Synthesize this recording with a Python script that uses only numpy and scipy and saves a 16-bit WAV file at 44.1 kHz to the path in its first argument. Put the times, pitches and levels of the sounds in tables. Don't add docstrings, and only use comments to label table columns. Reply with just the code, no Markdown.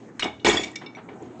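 import sys
import numpy as np
from scipy import signal
from scipy.fft import rfft, irfft
from scipy.io import wavfile
from scipy.ndimage import uniform_filter1d

SR = 44100
rng = np.random.default_rng(int(sys.argv[2]) if len(sys.argv) > 2 else 0)


def voltage_ratio(decibels):
    exponent = np.asarray(decibels, float) / 20
    return 10 ** exponent


def int16_out(signal):
    q = np.round(np.clip(np.atleast_2d(signal).T, -1, 1) * 32767)
    wavfile.write(sys.argv[1], SR, q.astype(np.int16))


N = 61739


def level_at(table, seconds):
    times, db = np.transpose(table)
    return np.interp(seconds, times, db, -120, -120)


def spectrum_at(table, hz):
    corners, db = np.transpose(table)
    return np.interp(np.log(hz), np.log(corners), db)


def unit(x):
    return x / np.sqrt(np.mean(x ** 2))


def walk(rate_hz):
    width = int(SR / rate_hz)
    smooth = uniform_filter1d(rng.standard_normal(N), width)
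    return unit(uniform_filter1d(smooth, width))


def decay(t, t60_s):
    return np.exp(-np.log(1000) * t / t60_s)


def lowpass(x, hz):
    return signal.sosfilt(signal.butter(1, hz, fs=SR, output="sos"), x)


def bandpass(x, edges_hz, order):
    return signal.sosfilt(signal.butter(order, edges_hz, "band", fs=SR, output="sos"), x)


def cut_lows(x):
    return signal.sosfilt(signal.butter(4, 65, "high", fs=SR, output="sos"), x)


# pitch_hz [Hz], level_db [dB]
ROOM_NOISE = [(15, -73), (25, -28), (223, 2), (330, 1.5), (567, -11.5), (1340, -17.5), (4810, -38.5),
              (6960, -32), (8900, -46.5), (11600, -96.5), (19600, -120)]
# pitch_hz [Hz], level_db [dB rms]
FRIDGE_LINES = [(119.5, -54.5), (1310, -78)]


def kitchen():
    hz = np.arange(N // 2 + 1) * SR / N + 1
    spectrum = rfft(rng.standard_normal(N)) * voltage_ratio(spectrum_at(ROOM_NOISE, hz))
    noise = np.zeros(N)
    for band in range(-12, 8):
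        weight = np.clip(1 - abs(2 * np.log2(hz / 1000) - band), 0, 1)
        noise += irfft(spectrum * weight, N) * voltage_ratio(3.1 * walk(24))
    t = np.arange(N) / SR
    hum = np.zeros(N)
    for pitch_hz, level_db in FRIDGE_LINES:
        hum += voltage_ratio(level_db + 2.5 + walk(22)) * np.sin(2 * np.pi * pitch_hz * t)
    return unit(noise) * voltage_ratio(-44.5) + hum


def echo(near):
    t = np.arange(SR // 2) / SR
    response = rng.standard_normal(len(t)) * decay(t, 0.28) * (t > .003)
    response = lowpass(response, 3500)
    response /= np.sqrt(np.sum(response ** 2))
    return voltage_ratio(-12.5) * signal.fftconvolve(near, response)[:N]


def mode(force, pitch_hz, t60_s):
    pole = np.exp(2j * np.pi * pitch_hz / SR - np.log(1000) / (max(t60_s, .003) * SR))
    return signal.lfilter([1], [1, -pole], force).imag


# start_s [s], thud_db [dB], contact_ms [ms], shake_s [s], clack_db [dB]
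KNOCKS = [(0.226, -26, 0.25, 0.056, -32.5), (0.252, -22.5, 0.31, 0.027, -29.5),
          (.446, -13, 0.41, 0.046, -18), (0.464, -15.5, .4, 0.032, -25), (0.494, -10, .72, 0.078, -23.5),
          (0.539, -17, 0.37, 0.056, -30), (0.59, -25.5, 0.39, 0.097, -45), (.813, -46, 0.52, 0.033, -36),
          (0.966, -39.5, 0.19, 0.037, -36), (1.083, -29.5, 0.54, 0.065, -43.5),
          (1.2, -30, 0.72, 0.21, -52.5)]
# start_s [s], level_db [dB]
HANDLING = [(0, -56), (.2, -71), (.44, -72), (.55, -54), (.68, -46), (.93, -64), (1.06, -45), (1.12, -46),
            (1.4, -45)]
# pitch_hz [Hz], level_db [dB], t60_s [s]
BASKET_MODES = [(83.4, -22, .15), (209.4, -6.5, 0.072), (224.6, -12, 0.2), (294.3, -1.5, 0.06),
                (356, 0, .13), (411, -3, .1), (530, 0.5, 0.027), (648.6, -2.5, 0.11), (736, -1, 0.11),
                (805.5, 2.5, 0.047), (934, -0.5, 0.054), (1040, -7, 0.059), (1535, -12, .07)]


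def basket():
    force, clack = np.zeros(N + SR), np.zeros(N + SR)
    t = np.arange(SR // 4) / SR
    for start_s, thud_db, contact_ms, shake_s, clack_db in KNOCKS:
        fades = np.array([voltage_ratio(-20 * t / shake_s), voltage_ratio(-10 * (t / shake_s) ** 2)])
        shake, plastic = rng.standard_normal((2, len(t))) * fades * (1 - np.exp(-t / 0.0017))
        contact = t * np.exp(-t * 1000 / max(contact_ms, .05))
        blow = (t == 0) + voltage_ratio(-27) * shake
        i = int(start_s * SR)
        force[i:i + len(t)] += voltage_ratio(thud_db) * signal.fftconvolve(blow, contact / contact.sum())[:len(t)]
        clack[i:i + len(t)] += voltage_ratio(clack_db) * plastic

    rubbing = rng.standard_normal(N)
    effort_db = level_at(HANDLING, np.arange(N) / SR) - 27 + 2.1 * walk(29)
    drive = force[:N] + lowpass(rubbing * voltage_ratio(effort_db), 450)
    body = np.zeros(N)
    for k, (pitch_hz, level_db, t60_s) in enumerate(BASKET_MODES):
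        body += (-1) ** k * voltage_ratio(level_db) * mode(drive, pitch_hz, t60_s)

    clack = lowpass(clack[:N] * voltage_ratio(8.5 + 1.7 * walk(140)), 980)
    return body + bandpass(clack, [574, 3500], 4)


# start_s [s], level_db [dB]
RATTLE = [(.1945, -16.5), (.220, -35), (.224, -24.5), (.26, -33.5), (.33, -73), (.4455, -75), (.4465, -15),
          (.47, -12), (.56, -23), (.64, -31.5), (.75, -56)]
# pitch_hz [Hz], level_db [dB]
RATTLE_COLOUR = [(900, -3), (1400, -15.5), (2200, 1), (3500, -8.5), (4400, -11.5), (7000, -8.5),
                 (9000, -20.5)]


def rattle():
    wait, place, strength, damping = rng.random((2100, 4)).T
    starts = RATTLE[0][0] + np.cumsum(-np.log(1 - wait)) / 3600
    pitches = 1100 * 7.5 ** place
    levels = level_at(RATTLE, starts) + spectrum_at(RATTLE_COLOUR, pitches) - 14
    levels += 10 * np.log10(pitches / 2000)
    levels -= 1.5 * np.log(1 - strength)
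    t60s = .035 * (.5 + damping)
    out, t = np.zeros(N + SR), np.arange(SR // 20) / SR
    for start_s, pitch_hz, gain, t60_s in zip(starts, pitches, voltage_ratio(levels), t60s):
        i = int(start_s * SR)
        out[i:i + len(t)] += gain * np.sin(2 * np.pi * pitch_hz * t) * decay(t, t60_s)
    return out[:N]


def strike(blows, modes):
    out, t = np.zeros(N + SR), np.arange(SR // 7) / SR
    pitch_hz, mode_db, t60_s = np.array(modes).T[:, :, None]
    for start_s, level_db, bright_hz, spread_oct, free_s in blows:
        spread_oct = max(spread_oct, .03)
        scatter_db, phase = rng.standard_normal((2, len(modes), 1))
        nearness = np.exp(-.5 * (np.log2(pitch_hz / bright_hz) / spread_oct) ** 2)
        gain = nearness * voltage_ratio(mode_db + scatter_db)
        damped_s = np.maximum(t - free_s, 0)
        fade = voltage_ratio(-60 * t / t60_s - 60 * damped_s / 0.0076)
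        tone = np.sum(gain * fade * np.sin(2 * np.pi * (pitch_hz * t + phase)), axis=0)
        tone /= np.sqrt(np.sum(gain ** 2))

        edges_hz = np.clip(bright_hz * 2. ** (spread_oct * np.array([-1, 1])), 150, SR / 4)
        crack = bandpass(rng.standard_normal(len(t)) * np.exp(-t / 0.01), edges_hz, 3)
        crack *= voltage_ratio(-1) * min(spread_oct, 1) / abs(crack).max()
        i = int(start_s * SR)
        out[i:i + len(t)] += voltage_ratio(level_db) * (tone + crack) * (1 - np.exp(-t / .0006))
    return out[:N] * voltage_ratio(2.5 * walk(170))


# start_s [s], level_db [dB], bright_hz [Hz], spread_oct [octaves], free_s [s until damped]
THUMPS = [(.1945, -26, 1090, 0.35, 0.0028), (.246, -20.5, 720, 0.32, 0.02),
          (.256, -25.5, 480, 0.32, 0.0055), (.277, -29.5, 750, 0.19, 0.011), (.4475, -13, 370, 0.17, 0.013),
          (.461, -18.5, 380, 0.15, 0.0055), (.4685, -8, 750, 0.67, 0.0037), (.472, -13.5, 373, 0.12, 0.012),
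          (.487, -11.5, 364, 0.16, .009), (.549, -21, 388, 0.11, 0.029), (.576, -23, 360, 0.26, 0.0063),
          (.595, -32.5, 500, .5, 0.0063), (.813, -41, 1020, .1, .01), (.836, -31, 345, .1, .016),
          (.864, -37, 350, .15, .015), (.972, -36, 900, .25, .022), (1.089, -38, 960, .15, .012),
          (1.114, -34, 390, .2, .012), (1.221, -34.5, 420, .25, 0.01), (1.268, -29.5, 300, 0.23, .012),
          (1.303, -36, 302, 0.31, 0.03), (1.392, -32, 476, 0.43, 0.014)]


def thumps():
    return cut_lows(strike(THUMPS, BASKET_MODES))


# start_s [s], level_db [dB], bright_hz [Hz], spread_oct [octaves], free_s [s until damped]
TAPS = [(.632, -23.5, 4500, 0.88, 0.015), (.634, -23, 3605, 0.057, 0.015), (.636, -24, 2230, .05, 0.011),
        (.643, -48, 5290, 0.081, 0.028), (.670, -40.5, 2800, .77, 0.022), (.7155, -39, 7900, .11, 0.00073),
        (.7562, -28, 5300, 0.6, 0.013), (.7575, -27.5, 2800, 0.77, 0.022), (.776, -39, 3600, .05, .012),
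        (.861, -35, 3300, .35, .025), (.8615, -40, 5290, .03, .011), (.8625, -39, 2272, .05, .055),
        (.949, -32, 2200, .12, .012), (.9495, -40, 3800, .2, .01), (.950, -46, 5820, .03, .03),
        (1.088, -41, 1900, .4, .004), (1.2235, -50.5, 7450, 0.19, 0.0032), (1.252, -62, 6760, .05, 0.024)]
# pitch_hz [Hz], level_db [dB], t60_s [s]
BOWL_MODES = [(1840, -13, .1), (1980, -14, .05), (2272, 0, .14), (2760, -7, .07), (2955, -8, .03),
              (3605, -5, .06), (3950, -10, .05), (4355, -9, .045), (5090, -10, .06), (5290, -6, .05),
              (5560, -11, .1), (5830, -11, .08), (6640, -11, .1), (7270, -10, .06)]


def bowl():
    return strike(TAPS, BOWL_MODES)


# start_s [s], level_db [dB], bright_hz [Hz], spread_oct [octaves], free_s [s until damped]
DROP = [
    (.1943, -23, 2230, 0.65, 0.0062),
    (.199, -43, 1630, 0.043, 0.027),
    (.205, -31.5, 3900, 0.099, 0.017),
    (.4605, -25.5, 8800, 0.52, 0.025),
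    (0.24, -30, 5200, .03, 0.01),
]
# pitch_hz [Hz], level_db [dB], t60_s [s]
FORK_MODES = [(1630, 0, .08), (2200, -3, .025), (3040, -6, .1), (3810, -5, .12), (4170, -1, .05),
              (5210, -9, .05), (5680, -11, .05), (6300, -12, .025), (7350, -4, .04), (8500, -12, .04)]


def fork():
    return strike(DROP, FORK_MODES)


# start_s [s], level_db [dB], bright_hz [Hz], spread_oct [octaves], free_s [s until damped]
CLINKS = [
    (.2225, -21, 1700, .6, .009),
    (.2245, -17, 2900, .25, .008),
    (.226, -37, 6000, .2, .012),
    (.2405, -36, 7200, .25, .004),
    (.2415, -28, 3600, .15, .011),
    (.248, -28, 2250, .05, .022),
    (.269, -35, 3600, .1, .018),
    (.278, -39, 2250, .05, .04),
    (.3965, -46, 3000, .5, .06),
    (.446, -19, 3500, 1.2, .02),
]
# pitch_hz [Hz], level_db [dB], t60_s [s]
SPOON_MODES = [(1270, -3, .06), (2240, -2, .2), (2920, 0, .2), (3300, -8, .08), (3560, -3, .2),
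               (3800, -5, .08), (4170, -10, .12), (5670, -8, .08), (6590, -13, .06), (7180, -14, .06)]


def spoons():
    return strike(CLINKS, SPOON_MODES)


# start_s [s], level_db [dB], bright_hz [Hz], spread_oct [octaves], free_s [s until damped]
CRASH = [(.449, -20.5, 2150, 0.17, 0.0027), (.448, -24.5, 3500, .1, 0.022),
         (.4615, -14.5, 2000, 0.18, 0.0093), (.4625, -15.5, 3500, .3, 0.0071),
         (.4665, -13, 2350, 0.057, 0.0028), (.467, -13, 3750, 0.034, 0.0015),
         (.4685, -14, 2100, 1.25, 0.0044), (.476, -21, 7100, 0.086, 0.11), (.481, -21, 2170, 0.11, 0.0092),
         (.495, -14, 3370, .1, 0.01), (.496, -16.5, 2023, 0.24, 0.013), (.509, -21.5, 3530, 0.074, .008),
         (.521, -25.5, 2220, 0.062, 0.035), (.548, -26.5, 4500, 1, 0.0027),
         (.570, -15.5, 3435, 0.034, 0.012), (.570, -32, 4656, .05, 0.027), (.572, -24, 1950, 0.2, 0.014),
         (.573, -28, 7220, 0.25, 0.01), (.582, -24, 3400, .05, 0.008), (.593, -35.5, 7000, .08, 0.072),
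         (.613, -32, 2242, .05, 0.051), (.728, -47, 1940, 0.12, 0.045)]
# pitch_hz [Hz], level_db [dB], t60_s [s]
KNIFE_MODES = [(1460, -16, .08), (1870, -4, 0.83), (1940, -5, 0.87), (2730, -14.5, .12), (2242, 0, .25),
               (2270, -5, .2), (3375, -3, .13), (3577, -4, .18), (6990, -8, .15), (4656, -5.5, 0.12),
               (5560, 5.5, 0.057), (5040, -5, .08), (6300, -18.5, 0.069), (7450, -20, .1)]


def knives():
    return strike(CRASH, KNIFE_MODES)


def scene():
    near = cut_lows(basket())
    near = near + fork() + spoons() + knives() + bowl()
    near = near + thumps() + rattle()
    return (near + echo(near) + kitchen())[None]


def band_limit(x):
    return signal.sosfilt(signal.butter(12, 9050, fs=SR, output="sos"), x)


def record(dry):
    top_cut = signal.cheby1(10, 1.5, 8475, fs=SR, output="sos")
    mix = signal.sosfilt(top_cut, dry)
    return band_limit(mix)


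dry = scene()
out = record(dry)
int16_out(out)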